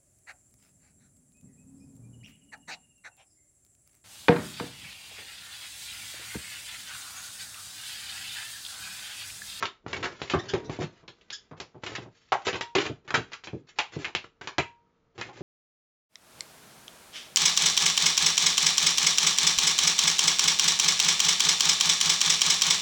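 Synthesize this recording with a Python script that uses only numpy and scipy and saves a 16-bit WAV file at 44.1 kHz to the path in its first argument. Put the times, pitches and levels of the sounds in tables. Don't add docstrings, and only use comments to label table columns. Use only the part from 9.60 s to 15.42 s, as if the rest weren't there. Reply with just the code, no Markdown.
import sys
import numpy as np
from scipy import signal
from scipy.fft import rfft, irfft
from scipy.io import wavfile

SR = 44100
rng = np.random.default_rng(int(sys.argv[2]) if len(sys.argv) > 2 else 0)


def dump(signal):
    limited = np.clip(np.atleast_2d(signal).T, -1, 1)
    pcm = np.round(limited * 32767).astype(np.int16)
    wavfile.write(sys.argv[1], SR, pcm)


N = 256662
SIZE = 32768
AGE = np.arange(SIZE) / SR
FREQ = np.maximum(np.fft.rfftfreq(SIZE, 1 / SR), 1)


def slips():
    # start in seconds, drag length in seconds, spectral level in dB, bass weight in dB,
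    # the patch's resonance in Hz, its strength in dB.
    releases = [(0.026, 0.0086, 9, 0, 1220, 14), (0.055, 0.0021, 4.5, -4, 3340, 12),
                (.2809, 0, -13, 5.5, 5500, 14), (0.3306, 0.0028, 7.5, 1, 2140, 8),
                (0.365, 0.0082, 2.5, -1, 2300, -12.5), (0.428, 0.032, 11.5, 0.5, 1560, 7.5),
                (0.6175, 0.00018, 2, 9.5, 3650, 8.5), (0.699, 0.0056, 9, -11.5, 2750, 7),
                (0.7073, 0.013, 4, 0.5, 3300, 11), (0.7364, 0.0027, 1, 27, 1270, 14.5),
                (0.9374, 0.0022, 6.5, 12, 420, 9), (1.0973, 0.0024, -4, 0, 2510, 3.5),
                (1.219, 0, -2, 11, 150, 15.5), (1.479, .0064, -12.5, 9.5, 3900, 17),
                (1.612, 0, -27, -13, 3170, 16.5), (1.7024, 0, -9, -3, 4020, 20.5),
                (2.001, 0.0002, -2, 7, 5100, 14), (2.2356, .005, 2, 5, 2000, -8),
                (2.264, 0.0078, 5, -3.5, 2920, 5.5), (2.352, 0.012, 8.5, -15, 1760, 6),
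                (2.721, 0.0032, 9, -4, 780, 24), (2.727, 0.0038, 1.5, -6, 1120, 25),
                (2.819, 0.002, -11.5, -4, 1000, 4), (2.869, 0.02, 16.5, -4.5, 460, 10.5),
                (2.93, 0.016, 1, 12, 3000, 13), (2.955, 0.0079, 4.5, 1.5, 1010, 5.5),
                (3.0101, 0.0033, 11, -6, 920, -11), (3.151, 0.0096, 7.5, 6, 2250, 11.5),
                (3.153, .0048, 17.5, -4, 361.5, 15.5), (3.184, 0.0081, 8, 4.5, 2980, 13.5),
                (3.202, 0.019, 12, -6.5, 329, 11), (3.253, 0.019, 6.5, 4, 2760, 6.5),
                (3.478, 0.01, -4, 0, 1710, 10), (3.506, 0.0023, 3.5, 0, 1350, 11.5),
                (3.5416, .015, 18, -1, 1500, 10.5), (3.719, 0.013, -3.5, -5, 1660, 6.5),
                (3.7334, .0069, 5, -20.5, 1280, 6.5), (3.838, 0.014, -3, -8.5, 5460, 10),
                (3.8722, 0.0021, -5.5, 9, 2640, 11), (4.187, 0, 15.5, -15.5, 820, 14.5),
                (4.19, 0.0014, 10, -14.5, 2550, 13.5), (4.4454, 0.0012, 0, -8.5, 2100, 17.5),
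                (4.452, 0, 2, -2, 2400, 12.5), (4.482, 0.0016, -7, 1.5, 857, 9),
                (4.5505, 0, 11, -2.5, 2840, 11), (4.6423, 0.0047, -12.5, 8.5, 1430, 11),
                (4.812, 0.0057, -5, 4, 1466, 10), (4.8737, .0018, 7.5, -7.5, 1070, 5.5),
                (4.9828, 0.0041, 15, 6.5, 2420, 6.5), (5.5797, 0.021, -1.5, 6.5, 133, 7.5),
                (5.6127, 0.0044, 6.5, -6, 1960, 6.5), (5.69, 0.0093, -15, 12, 830, 13.5)]
    # frequency in Hz, relative level in dB.
    slope = [(140, -0.5), (200, -6), (280, -5), (450, -4), (630, -4.5), (820, -1.5), (1600, -3), (2500, -3),
             (4000, -8.5), (6500, -16)]
    out = np.zeros(N)
    for start, drag_s, db, bass_db, patch_hz, patch_db in releases:
        spectrum_db = db + skin_spectrum(slope, bass_db) + resonance(patch_hz, patch_db)
        add(out, start, colour(radiate(release(drag_s)), spectrum_db))
    return out


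def release(drag_s, equal_energy_s=0.0056):
    creak = catches(per_second=1400, scatter_db=5.0) * (AGE < drag_s)
    force = unit(creak) * np.sqrt(drag_s / equal_energy_s)
    force[0] += 1
    return force


def catches(per_second, scatter_db):
    caught = rng.random(SIZE) < per_second / SR
    strength = undb(scatter_db * rng.standard_normal(SIZE))
    return caught * strength * rng.choice([-1, 1], SIZE)


def skin_spectrum(points, bass_db, bass_hz=880, cut_hz=82):
    hz, db = np.transpose(points)
    slope = np.interp(np.log(FREQ), np.log(hz), db)
    weight = bass_db / (1 + (FREQ / bass_hz) ** 2)
    hollow_note = resonance(ring_hz=375, strength_db=8, q=5.05)
    bass_loss = 10 * np.log10(1 + (cut_hz / np.maximum(FREQ, 20)) ** 8)
    return slope + weight + hollow_note - bass_loss


def resonance(ring_hz, strength_db, q=5.0, damping_hz=2600):
    sharpness = q / (1 + ring_hz / damping_hz)
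    peak = undb(strength_db) ** 2 * sharpness / q
    detuning = sharpness * (FREQ / ring_hz - ring_hz / FREQ)
    return 10 * np.log10(1 + peak / (1 + detuning ** 2))


def radiate(force, smear_t60_s=0.0017, build_s=0.0053, echo_s=0.0026, room_mode_hz=116.3):
    direct, echo, skin, room = rng.standard_normal((4, SIZE))
    build_up = 1 - np.exp(-AGE / build_s)
    echo_lag = int(echo_s * SR * (1 + 0.2 * rng.uniform(-1.1, 1)))
    response = unit(direct * fade(smear_t60_s))
    response += undb(-1) * np.roll(unit(echo * fade(2 * smear_t60_s)), echo_lag)
    response += undb(0.5) * unit(skin * build_up * fade(t60_s=0.11))
    response += undb(-3.5) * unit(room * build_up * fade(t60_s=0.23))
    response += undb(-24.5) * unit(np.sin(2 * np.pi * room_mode_hz * AGE) * fade(t60_s=0.16))
    return signal.fftconvolve(force, response)[:SIZE]


def thumps(dull_db_per_octave=18.5):
    # start in seconds, contact in seconds, spectral level in dB, top of the band in Hz.
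    bumps = [(.264, 0.0027, 10.5, 1430), (.9352, 0.0021, 17.5, 750), (1.0956, 0.0049, 15.5, 900),
             (1.1888, .028, 19.5, 700), (1.431, 0.0075, -7, 1100), (1.912, 0.0067, 5.5, 1250),
             (2.146, 0.0081, 2.5, 860), (2.383, 0.0099, 9, 1000), (2.461, 0.0042, 2, 850),
             (3.2973, 0.0065, 18, 520), (3.576, 0.0021, 17, 650), (3.93, 0, 18, 460),
             (4.364, .004, 17.5, 520), (5.808, 0.0011, 9, 600)]
    # frequency in Hz, relative level in dB.
    slope = [(100, -1.5), (155, 3.5), (205, -5.5), (280, -5), (450, -9.5), (800, -7.5), (2000, -9),
             (6500, 0.5)]
    out = np.zeros(N)
    for start, contact_s, db, top_hz in bumps:
        knock = resonance(top_hz, strength_db=1.5)
        octaves_above = np.log2(1 + (FREQ / top_hz) ** 4) / 4
        spectrum_db = db + skin_spectrum(slope, bass_db=0) + knock - dull_db_per_octave * octaves_above
        add(out, start, colour(radiate(release(contact_s)), spectrum_db))
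    return out


def rubs_and_rustle(judder_hz=45, judder_db=3.5):
    # start in seconds, length in seconds, spectral level in dB, bass weight in dB.
    strokes = [(0, 0.011, -5, 5), (.23, 0.05, -36, 35), (0.267, .064, -4.5, 11), (.351, 0.084, -7.5, 21),
               (0.466, 0.082, -7, 10), (0.53, 0.28, 2, -1), (0.771, 0.25, -1, 12), (1.013, 0.095, -16, 29),
               (1.105, 0.068, -0.5, 5.5), (1.188, 0.055, 4.5, 5.5), (1.287, 0.14, -16, 7),
               (1.504, 0.43, -16.5, 3.5), (1.965, 0.02, -17, 13), (2.062, 0.31, -25, 5),
               (2.219, 0.017, -18, 4), (2.286, 0.064, -1.5, 9.5), (2.391, 0.055, -11.5, 14),
               (2.495, 0.54, -8, -15.5), (2.849, 0.035, 10.5, -12), (3.227, 0.031, 2, 0.5),
               (3.443, 0.033, -25.5, 18), (3.612, .13, -19, 8.5), (3.895, .11, -19.5, 2),
               (4.068, 0.041, -7.5, -13), (4.157, 0.031, -13, -0.5), (4.315, 0.056, -1.5, 1),
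               (4.379, 0.066, 0, -2), (4.829, .039, -9.5, 7.5), (5.542, 0.034, -24, 14),
               (5.638, 0.051, -8, 7.5), (5.725, 0.11, -6, 6.5)]
    # frequency in Hz, relative level in dB.
    slope = [(130, 1), (200, -8.5), (290, -5), (500, -4), (800, -7), (2000, -3), (4000, -8.5),
             (6500, -13.5)]
    out = np.zeros(N)
    for start, length, db, bass_db in strokes:
        pressure = np.sqrt(np.abs(np.sin(np.pi * AGE / length))) * (AGE < length)
        judder = undb(judder_db * wander(judder_hz))
        force = catches(per_second=1800, scatter_db=4.0) * pressure * judder
        add(out, start, colour(radiate(force), db + skin_spectrum(slope, bass_db)))
    return out


def twangs(sharp_share=0.33, sag_s=0.015, rise_s=0.0077, decay_cycles=32):
    # start in seconds, final pitch in Hz, level in dB.
    notes = [(.745, 350, -16.5), (.94, 319, -18), (1.097, 282, -32), (2.722, 1040, -16),
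             (3.157, 329, -22.5), (3.931, 287, -33), (4.368, 277, -25.5), (4.985, 580, -13),
             (4.993, 321.4, -30), (5.809, 292, -25)]
    out = np.zeros(N)
    for start, final_hz, db in notes:
        hz = final_hz * (1 + sharp_share * np.exp(-AGE / sag_s))
        swing = np.sin(2 * np.pi * np.cumsum(hz) / SR)
        envelope = (1 - np.exp(-AGE / rise_s)) * fade(decay_cycles / final_hz)
        add(out, start, undb(db) * swing * envelope)
    return out


def squeaks(jitter=0.069, wobble_hz=480, spread_hz=2200, harmonics=4):
    # start in seconds, length in seconds, pitch in Hz, glide as a share of the pitch,
    # level in dB, brightest frequency in Hz.
    grips = [(.787, .02, 1830, .09, -38, 2500), (.884, .02, 1600, .1, -35, 2600),
             (1.04, .028, 1900, .08, -54, 4600), (1.724, .018, 1640, -.09, -34.5, 4200)]
    out = np.zeros(N)
    for start, length, hz, glide, db, bright_hz in grips:
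        progress = np.minimum(AGE / length, 1)
        pitch = hz * (1 + glide * (progress - 0.5) + jitter * wander(wobble_hz))
        phase = 2 * np.pi * np.cumsum(pitch) / SR
        tone = sum(np.sin(k * phase) / (1 + ((k * hz - bright_hz) / spread_hz) ** 2)
                   for k in range(1, harmonics + 1))
        force = tone * np.sqrt(np.abs(np.sin(np.pi * progress)))
        add(out, start, unit(radiate(force)) * undb(db) * np.sqrt(length * SR))
    return out


def rings():
    # start in seconds, level in dB.
    plucks = [(0.9394, -46), (3.0109, -40), (4.9827, -40.5)]
    # frequency in Hz, relative level in dB, seconds to fall by 60 dB.
    modes = [(943, 3, 0.5), (910, -12, 0.21), (1930, 6, .15), (3970, -10.5, 0.19), (5260, -14, .12)]
    ring = sum(undb(db) * fade(t60_s) * np.sin(2 * np.pi * hz * AGE) for hz, db, t60_s in modes)
    out = np.zeros(N)
    for start, db in plucks:
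        add(out, start, undb(db) * ring)
    return out


def room_tone(rms_db=-70):
    # frequency in Hz, relative noise density in dB.
    noise_floor = [(15, -46.5), (25, -3), (202, -6), (426, -12.5), (458, 1), (504, -15), (1060, -18),
                   (1320, -13), (1420, -20), (7800, -37.5), (10100, -69), (17200, -120)]
    hz, db = np.transpose(noise_floor)
    gain = undb(np.interp(np.log(np.fft.rfftfreq(N, 1 / SR) + 1), np.log(hz), db))
    noise = irfft(rfft(rng.standard_normal(N)) * gain, N)
    return unit(noise) * np.sqrt(N) * undb(rms_db)


def colour(x, spectrum_db):
    spectrum = rfft(x, SIZE)
    energy_below = np.cumsum(np.abs(spectrum) ** 2)
    half_band_hz = 0.13 * FREQ + 30
    low, high = np.maximum(FREQ - half_band_hz, 1), np.minimum(FREQ + half_band_hz, SR / 2)
    band_energy = np.interp(high, FREQ, energy_below) - np.interp(low, FREQ, energy_below)
    power = band_energy / (high - low) * SR / SIZE
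    cepstrum = irfft(np.log(undb(spectrum_db) / np.sqrt(power + 1e-18)))
    cepstrum[0] /= 2
    minimum_phase_gain = np.exp(rfft(2 * cepstrum[:SIZE // 2], SIZE))
    return irfft(spectrum * minimum_phase_gain)


def wander(hz):
    drift = signal.sosfilt(signal.butter(2, hz, fs=SR, output="sos"), rng.standard_normal(SIZE))
    return drift / drift.std()


def fade(t60_s):
    return np.exp(-np.log(1000) * AGE / t60_s)


def undb(db):
    return 10 ** (np.asarray(db) / 20)


def unit(x):
    return x / np.sqrt(np.sum(x ** 2) + 1e-18)


def add(out, start_s, x):
    i = max(0, int(start_s * SR))
    out[i:i + len(x)] += x[:max(0, N - i)]


def scene():
    return (slips() + thumps() + rubs_and_rustle() + squeaks() + twangs() + rings() + room_tone())[None]


def record(dry, top_hz=7300):
    return signal.sosfilt(signal.ellip(9, 0.3, 65, top_hz, fs=SR, output="sos"), dry)


dry = scene()
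out = record(dry)
dump(out)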